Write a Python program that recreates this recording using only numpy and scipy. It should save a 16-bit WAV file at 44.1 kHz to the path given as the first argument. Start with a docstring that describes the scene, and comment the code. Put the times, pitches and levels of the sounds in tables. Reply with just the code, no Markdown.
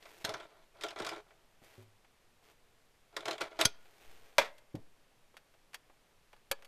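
"""A small, quiet room: a corded desk telephone is handled close by.
Its hollow plastic case is shoved over the desk in stick-slip judders and knocks. The handset rattles
out of the cradle, the sprung hook switch snaps up, and the handset clacks down on the desk, which thuds.
Hand, sleeve and cord rustle; fingers tick at the cord's plug until its latch clicks free."""
import sys
import numpy as np
from scipy import signal
from scipy.fft import rfft, irfft
from scipy.io import wavfile
from scipy.ndimage import uniform_filter1d

SR = 44100
rng = np.random.default_rng(int(sys.argv[2]) if len(sys.argv) > 2 else 0)


def pcm_store(signal):
    """Save signal as 16-bit PCM."""
    levels = np.round(np.clip(np.atleast_2d(signal), -1, 1) * 32767)
    wavfile.write(sys.argv[1], SR, levels.astype(np.int16).T)


N = 294147
HZ = np.fft.rfftfreq(4096, 1 / SR)
EDGE_HZ = 14100

# Strokes: start_s, length_s, level_db, swell_db_per_s
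BRUSHES = [(0.0, 0.226, -61.5, 12), (1.615, 0.21, -61, -18), (2.42, 0.092, -68, 35),
           (3.74, 0.25, -72.5, 32.5), (4.0, 0.57, -60.5, -20)]  # hand, sleeve, cord
CORD_RUMBLE = [(4.04, 0.21, -64, -20)]
SCRAPES = [(0.265, 0.19, -45, -58), (0.45, 0.19, -63.5, -14), (0.74, 0.13, -66, 106), (0.84, 0.1, -47, -80),
           (0.965, .18, -48.5, 14), (1.15, 0.051, -50.5, -55), (1.26, 0.19, -69, -36),
           (3.12, 0.042, -65.5, 100), (3.17, .065, -49, -80), (3.243, 0.033, -52, 150),
           (3.275, 0.09, -40, -130), (3.40, .08, -40.5, -130), (3.49, 0.092, -62.5, 66),
           (3.589, 0.064, -34.5, -120)]  # plastic on desk and cradle
# Case knocks: start_s, click_db, body_db, click_pitch_hz; the last row, at 3.65 s, is the hook switch snapping
# up, voiced like a knock
KNOCKS = [(0.025, -57, -85, 3000), (0.054, -56, -53, 2730), (0.243, -43, -42.5, 5230),
          (0.2482, -31, -46.5, 6560), (0.292, -40.5, -39, 5430), (0.339, -42, -40.5, 6100),
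          (0.399, -53, -49.5, 3650), (0.81, -46, -54, 2520), (0.8228, -48, -62, 5340),
          (0.8354, -36, -36.5, 3280), (0.884, -44.5, -55, 5500), (0.906, -47.5, -50, 3730),
          (0.9598, -51.5, -43, 1860), (0.987, -46, -57, 5340), (0.999, -44.5, -37, 5430),
          (1.02, -44.5, -47, 3840), (1.047, -41, -66, 5100), (1.065, -38.5, -40.5, 5400),
          (1.09, -38.5, -65, 5100), (1.116, -55, -42, 1980), (1.161, -53, -47.5, 3800),
          (1.305, -70, -61, 3150), (3.1651, -36, -39.5, 5550), (3.206, -49, -56, 3400),
          (3.255, -39, -41.5, 5150), (3.281, -37, -35, 4100), (3.309, -36, -41.5, 4200),
          (3.329, -45, -45, 6700), (3.38, -47.5, -51, 3320), (3.408, -39, -35, 1950),
          (3.415, -37, -40.5, 3420), (3.512, -60.5, -53, 3383), (3.59, -39, -37.5, 3370),
          (3.602, -36.5, -38, 6510), (3.6112, -23, -45, 3860), (3.65, -28, -40.5, 6400)]
# Soft, heavy desk bumps: start_s, level_db, t60_s
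BUMPS = [(0.243, -43.5, 0.043), (0.283, -48.5, 0.1), (1.004, -48.5, 0.075), (1.06, -62, 0.17),
         (1.618, -58.5, 0.046), (3.654, -28.5, .012), (4.748, -44, 0.15), (6.512, -47.5, 0.0099)]
# Deep pressure surges from handling: start_s, level_db, rise_s, settle_s
SURGES = [(3.651, -44, .002, 0.12), (4.040, -42, 0.089, 0.12), (4.383, -50.5, .005, 0.16),
          (4.799, -45.5, 0.025, 0.072), (6.509, -48.5, .001, 0.12)]
# Fingers on cord and plug: start_s, level_db, tilt_db_per_octave
TICKS = [(1.645, -64, 20), (2.046, -62.5, -1.5), (3.856, -63, 0.5), (4.581, -59, 6), (4.753, -54, 5),
         (5.342, -60, -5.5), (5.368, -49.5, 2), (5.539, -62.5, -2.5), (5.732, -54, 2.5),
         (5.7432, -40.5, 4.5), (5.897, -59.5, -5.5), (6.33, -54, -1.5), (6.364, -65, 2), (6.588, -62, -8),
         (6.623, -55.5, 1.5), (6.647, -53.5, 4.5)]
# Handset landing and rebounds: start_s, level_db, tilt_db_per_octave, t60_s, rise_s
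CLACKS = [(4.3824, -19, 3.5, 0.042, .0002), (4.3861, -24, -1.5, 0.048, 0.00078),
          (4.3962, -34, 4.5, 0.035, .0005), (4.411, -33.5, -0.5, 0.11, .002), (4.444, -44, 0, 0.17, 0.0021)]

# Broad spectra: freq_hz, gain_db
BRUSH_SPECTRUM = [(120, -24), (200, -22.5), (430, -5.5), (513, -11.5), (682, -7.5), (973, -14), (2320, -13),
                  (4990, -21), (13000, -28.5), (14000, -19.5)]
CASE_SPECTRUM = [(59, -37), (100, -8), (224, -18), (339, -2.5), (416, -4), (471, -11.5), (656, 0.5),
                 (743, -8.5), (1150, -8), (1350, -6.5), (1850, -12), (2270, -7), (4050, -33.5),
                 (14000, -37.5)]
HOLLOW_SPECTRUM = [(120, -7), (350, -0.5), (1400, -0.5), (2500, -6), (6000, -32.5)]
CONTACT_SPECTRUM = [(300, -40), (1000, -4.5), (2300, 1), (2750, 0), (3400, 3), (5200, -5), (7000, -9),
                    (10000, -16), (14000, -21)]
DESK_SPECTRUM = [(30, -23.5), (60, -11), (100, -1.5), (150, -3), (230, -5), (320, -9), (450, -11),
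                 (800, -13.5), (1500, -34.5), (4000, -80.5)]
TICK_SPECTRUM = [(150, -44), (350, -11), (600, -3), (1000, -2.5), (1500, -4), (2500, -5.5), (4500, -17),
                 (7000, -22), (14000, -26.5)]
LATCH_SPECTRUM = [(59, -74), (100, -44), (462, -10), (545, -25), (807, -10), (914, -14.5), (1700, -13),
                  (1960, -26), (2220, -13), (6120, -22), (6930, -21.5), (14000, -20.5)]
HOOK_SPECTRUM = [(200, -22), (450, -16.5), (700, -8.5), (1400, -0.5), (1750, -5.5), (3200, -7.5),
                 (4700, -3.5), (6300, -4), (7100, -14), (11000, -11.5), (14000, -21.5)]
HANDSET_SPECTRUM = [(80, -28), (320, -18.5), (460, -10), (600, -0.5), (800, -8), (1000, -6), (1700, -9),
                    (2300, -6.5), (2900, -15.5), (3500, -13.5), (6500, -25.5), (10000, -35), (14000, -35)]
AIR_SPECTRUM = [(20, 0.5), (30, -16), (50, -16.5), (120, -17), (200, -20.5), (330, -21), (430, -19),
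                (720, -21), (1360, -24.5), (2560, -26), (6000, -33), (14000, -38)]
# Resonances of the plastic: freq_hz, width_hz, relative_db
CASE_MODES = [(344, 45, -12), (420, 50, -4), (560, 50, -6), (662, 55, -1), (760, 40, -7), (870, 40, -8),
              (1020, 55, -7), (1365, 45, -5), (1441, 35, -7), (1990, 45, -10), (2300, 100, -9),
              (3320, 120, -10)]
PLUG_MODES = [(547, 40, -6), (1693, 110, -7), (2260, 130, -10), (3300, 160, -10), (4550, 130, -12)]
# Freely ringing modes: freq_hz, relative_db, t60_s
DESK_BOOM_RING = [(105.8, -51.5, 0.44), (250, -61, 0.35), (372, -54, 0.28), (567, -64.5, 0.24)]
DESK_THUD_RING = [(133, -34, 0.067), (167, -34.5, 0.072), (306, -29.5, 0.067), (546, -41, 0.061)]
SOCKET_RING = [(554, -33, .08), (1432, -51, .07), (3365, -55, .08), (4576, -60, .14)]
HOOK_RING = [(1441, -35, .08), (3171, -31, .05), (3312, -27, .05), (4010, -31, .04), (4605, -21, .033),
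             (4690, -24, .028), (5030, -30, .04), (6059, -27, .04), (6275, -26, .035), (8450, -37, .04),
             (10640, -38, .04), (10910, -33, .04)]
HANDSET_RING = [(440, -36, .09), (559, -22, .08), (590, -28, .08), (665, -28, .07), (876, -30, .08),
                (961, -28, .08), (1163, -33, .07), (1287, -29, .07), (1630, -33, .09), (1990, -32, .07),
                (2130, -31, .06), (2380, -31, .06), (3380, -33, .05)]
BELL_RING = [(2099, -55, .8), (2702, -70, .55), (4786, -72, .45)]
# Room tail: freq_hz, t60_s
ROOM_DECAY = [(100, 0.1), (500, 0.84), (2000, 0.48), (5000, .27), (12000, 0.043)]


def amp(db):
    """Decibels to gain."""
    return 10 ** (np.asarray(db) / 20)


def unit(x):
    """Scales to rms 1."""
    return x / np.sqrt(np.mean(x ** 2) + 1e-20)


def read(points, hz):
    """Interpolates a table over log frequency."""
    freq_hz, value = np.transpose(points)
    return np.interp(np.log(hz + 1), np.log(freq_hz + 1), value)


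def curve(spectrum):
    """Spectrum table to gain on HZ."""
    return amp(read(spectrum, HZ))


def add(mix, start_s, sound):
    """Mixes a sound in at start_s."""
    part = mix[max(round(start_s * SR), 0):][:len(sound)]
    part += sound[:len(part)]


def colour(x, gain):
    """Minimum-phase filter, gain on HZ: resonances ring after the blow."""
    log_gain = np.log(np.maximum(np.r_[gain, gain[-2:0:-1]], 1e-5))
    response = np.fft.ifft(np.exp(np.conj(signal.hilbert(log_gain)))).real
    return signal.oaconvolve(x, response)[:len(x)]


def body(spectrum, modes, boost_db):
    """Gain of a plastic part: resonances over a broad spectrum."""
    peaks = sum(amp(db + boost_db) / (1 + ((HZ - hz) / (.55 * width_hz)) ** 2)
                for hz, width_hz, db in modes)
    return np.hypot(curve(spectrum), peaks)


def shade(depth_db):
    """Smooth random gain ripple: each contact point favours other modes."""
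    ripple = uniform_filter1d(uniform_filter1d(rng.standard_normal(len(HZ)), size=22), size=22)
    return amp(depth_db * np.clip(unit(ripple), -2, 2))


def fade(x, t60_s_at):
    """Decays each frequency at its own rate."""
    hz, t, bands = signal.stft(x, SR, nperseg=128)
    decay = amp(-60 * t / t60_s_at(hz)[:, None])
    return signal.istft(bands * decay, SR, nperseg=128)[1][:len(x)]


def blow(gain, db, t60_s, tilt_db_per_octave=0, damping=0.16, rise_s=0.00028):
    """An impact rings a crowd of short modes; highs die first, t60_s holds at 2 kHz."""
    t = np.arange(8192) / SR
    crowd = fade(rng.standard_normal(len(t)), lambda hz: t60_s * (np.maximum(hz, 500) / 2000) ** -damping)
    bands = rfft(crowd * (1 - np.exp(-t / rise_s)))
    bands /= np.sqrt(uniform_filter1d(abs(bands) ** 2, size=31) + 1e-12)  # excite all bands evenly
    tilt = amp(tilt_db_per_octave * np.log2(np.clip(HZ, 300, 6000) / 1500))
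    sound = colour(irfft(bands) * (t < t[-1] / 2), gain * tilt)
    duration_s = .002 + 2 * rise_s + t60_s / np.log(1e6)
    return amp(db) * unit(sound) * np.sqrt(duration_s / t[-1])


def ring(modes, rise_s=0.00066):
    """Free decay of a few clear modes."""
    t = np.arange(SR) / SR
    tones = sum(amp(db - 60 * t / t60_s) * np.sin(2 * np.pi * (hz * t + rng.random()))
                for hz, db, t60_s in modes)
    return tones * (1 - np.exp(-t / rise_s))


def strokes(rows, attack_s=0.01, release_s=0.02):
    """Envelope: each stroke sets in, swells or sags, and lets go."""
    out, t = np.zeros(N), np.arange(SR) / SR
    for start_s, length_s, db, swell_db_per_s in rows:
        held = amp(db + swell_db_per_s * np.minimum(t, length_s)) * (1 - np.exp(-t / attack_s))
        add(out, start_s, held * np.exp(-np.maximum(t - length_s, 0) / release_s))
    return out


def slips(rate_hz, spread_db, hiss):
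    """Stick-slip friction: tiny uneven jolts over fine hiss."""
    jolts = (rng.random(N) < rate_hz / SR) * rng.choice([-1, 1], N)
    sizes = amp(spread_db * np.minimum(rng.exponential(1, N), 3))
    return unit(unit(jolts * sizes) + hiss * rng.standard_normal(N))


def brushing():
    """Hand, sleeve and cord slide with a faint rustle; the shaken cord rumbles deep."""
    corner_hz = 52
    rustle = unit(colour(slips(rate_hz=590, spread_db=2.5, hiss=.7), curve(BRUSH_SPECTRUM)))
    rumble = unit(colour(rng.standard_normal(N), 1 / (1 + (HZ / corner_hz) ** 2)))
    return rustle * strokes(BRUSHES) + rumble * strokes(CORD_RUMBLE)


def case_knocks(hollow, contact):
    """The case is shoved and jostled: each knock is a pitched click plus a hollow body note."""
    out = np.zeros(N)
    for start_s, click_db, body_db, pitch_hz in KNOCKS:
        peak = 1 + 1.1 / (1 + ((HZ - pitch_hz) / (.035 * pitch_hz)) ** 2)
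        treble_octaves = np.log2(np.maximum(HZ, 4500) / 4500)
        hardness = amp(.25 * (click_db + 36.5) * treble_octaves)  # harder is brighter
        click = contact * peak * hardness * shade(3.4)
        add(out, start_s, blow(click, click_db, t60_s=0.046, damping=.35, rise_s=0.00072))
        add(out, start_s, blow(hollow * shade(3.97), body_db, t60_s=0.066, damping=0.18, rise_s=.0025))
    return out


def case_scrape(hollow, contact):
    """Plastic rubs on desk and cradle: the shell groans, the contact rasps and judders."""
    pressure = strokes(SCRAPES, attack_s=0.0039, release_s=0.0048)
    bite = (pressure / pressure.max()) ** 0.18  # harder is brighter
    groan = unit(colour(slips(rate_hz=700, spread_db=3, hiss=0.37), hollow))
    rasp = unit(colour(slips(rate_hz=2553, spread_db=2, hiss=0.56), contact))
    catches = judder(pressure, contact / np.hypot(1, HZ / 5000))
    return pressure * (amp(-1) * groan + amp(-11) * bite * rasp) + amp(-0.5) * catches


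def judder(pressure, gain, rate_hz=75, spread_db=5, point_count=6):
    """Sliding plastic catches unevenly at a few points; the blows scale with pressure."""
    gaps, sizes, points = rng.random((1500, 3)).T
    onsets = (np.cumsum(.5 + gaps) / rate_hz * SR).astype(int)
    out = np.zeros(N)
    for point in range(point_count):
        here = (onsets < N) & ((points * point_count).astype(int) == point)
        train = np.zeros(N)
        train[onsets[here]] = amp(spread_db * (2 * sizes[here] - 2.5))
        catch = blow(gain * shade(4.4), db=0, t60_s=.028, rise_s=0.001193)
        out += signal.oaconvolve(train * pressure, catch)[:N]
    return out


def desk():
    """The desk top thuds under weight and booms softly when leaned on."""
    out, t = np.zeros(N), np.arange(SR) / SR
    for start_s, db, t60_s in BUMPS:
        add(out, start_s, blow(curve(DESK_SPECTRUM), db, t60_s, damping=.2))
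    for start_s, db, rise_s, settle_s in SURGES:
        add(out, start_s, -amp(db) * (1 - np.exp(-t / rise_s)) * np.exp(-t / settle_s))
    add(out, 1.778, ring(DESK_BOOM_RING, rise_s=0.0009))
    add(out, 4.743, ring(DESK_THUD_RING, rise_s=0.0031))  # handset's second end lands
    return out


def plug():
    """Fingers fumble at cord and plug; the latch snaps and the socket wall rings."""
    out = np.zeros(N)
    tick = body(TICK_SPECTRUM, PLUG_MODES, boost_db=2.5)
    for start_s, db, tilt in TICKS:
        add(out, start_s, blow(tick * shade(1.8), db, t60_s=0.05, tilt_db_per_octave=tilt))
    latch = body(LATCH_SPECTRUM, PLUG_MODES, boost_db=2)
    snap = blow(latch, db=-26.5, t60_s=0.045, tilt_db_per_octave=0.6, damping=0.37, rise_s=0.00041)
    add(out, 6.5135, snap)
    add(out, 6.514, amp(1) * ring(SOCKET_RING))
    return out


def hook_switch(start_s=3.6535):
    """Freed of the handset, the sprung plungers snap against their stop."""
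    out, plungers = np.zeros(N), curve(HOOK_SPECTRUM)
    add(out, start_s, blow(plungers, db=-21, t60_s=.023, tilt_db_per_octave=3, damping=0.095, rise_s=.001))
    add(out, start_s, amp(3.5) * ring(HOOK_RING, rise_s=.001))
    return out


def handset():
    """One end of the handset clacks on the desk and chatters; the phone's bell hums faintly."""
    out, shell = np.zeros(N), curve(HANDSET_SPECTRUM)
    for start_s, db, tilt, t60_s, rise_s in CLACKS:
        add(out, start_s, blow(shell, db, t60_s, tilt, damping=0.15, rise_s=rise_s))
    add(out, 4.383, amp(1.5) * ring(HANDSET_RING, rise_s=0.0019) + ring(BELL_RING))
    return out


def room(x, early_db, early_t60_s, tail_db):
    """Adds quick reflections from desk and wall, then a weak tail."""
    t = np.arange(SR // 2) / SR
    early = rng.standard_normal(len(t)) * (t > .005) * amp(-60 * t / early_t60_s)
    tail = fade(rng.standard_normal(len(t)), lambda hz: read(ROOM_DECAY, hz)) * (t > .012)
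    echoes = (amp(early_db) * unit(early) + amp(tail_db) * unit(tail)) / np.sqrt(len(t))
    return x + signal.fftconvolve(x, echoes)[:N]


def scene():
    """Telephone and desk over still room air, mono."""
    air = amp(-67) * unit(colour(rng.standard_normal(N), curve(AIR_SPECTRUM)))
    hollow = body(CASE_SPECTRUM, CASE_MODES, boost_db=2.5) * curve(HOLLOW_SPECTRUM)
    contact = curve(CONTACT_SPECTRUM)
    case = case_scrape(hollow, contact) + case_knocks(hollow, contact)
    far = room(case + handset() + brushing(), early_db=-11, early_t60_s=0.11, tail_db=-35)
    near = room(hook_switch() + plug() + desk(), early_db=-27.5, early_t60_s=.06, tail_db=-31)
    return (far + near + air)[None]


def record(dry):
    """Low-pass at EDGE_HZ."""
    lowpass = signal.firwin(255, EDGE_HZ, window=("kaiser", 7), fs=SR)
    return signal.oaconvolve(dry, lowpass[None], "same")


dry = scene()
out = record(dry)
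pcm_store(out)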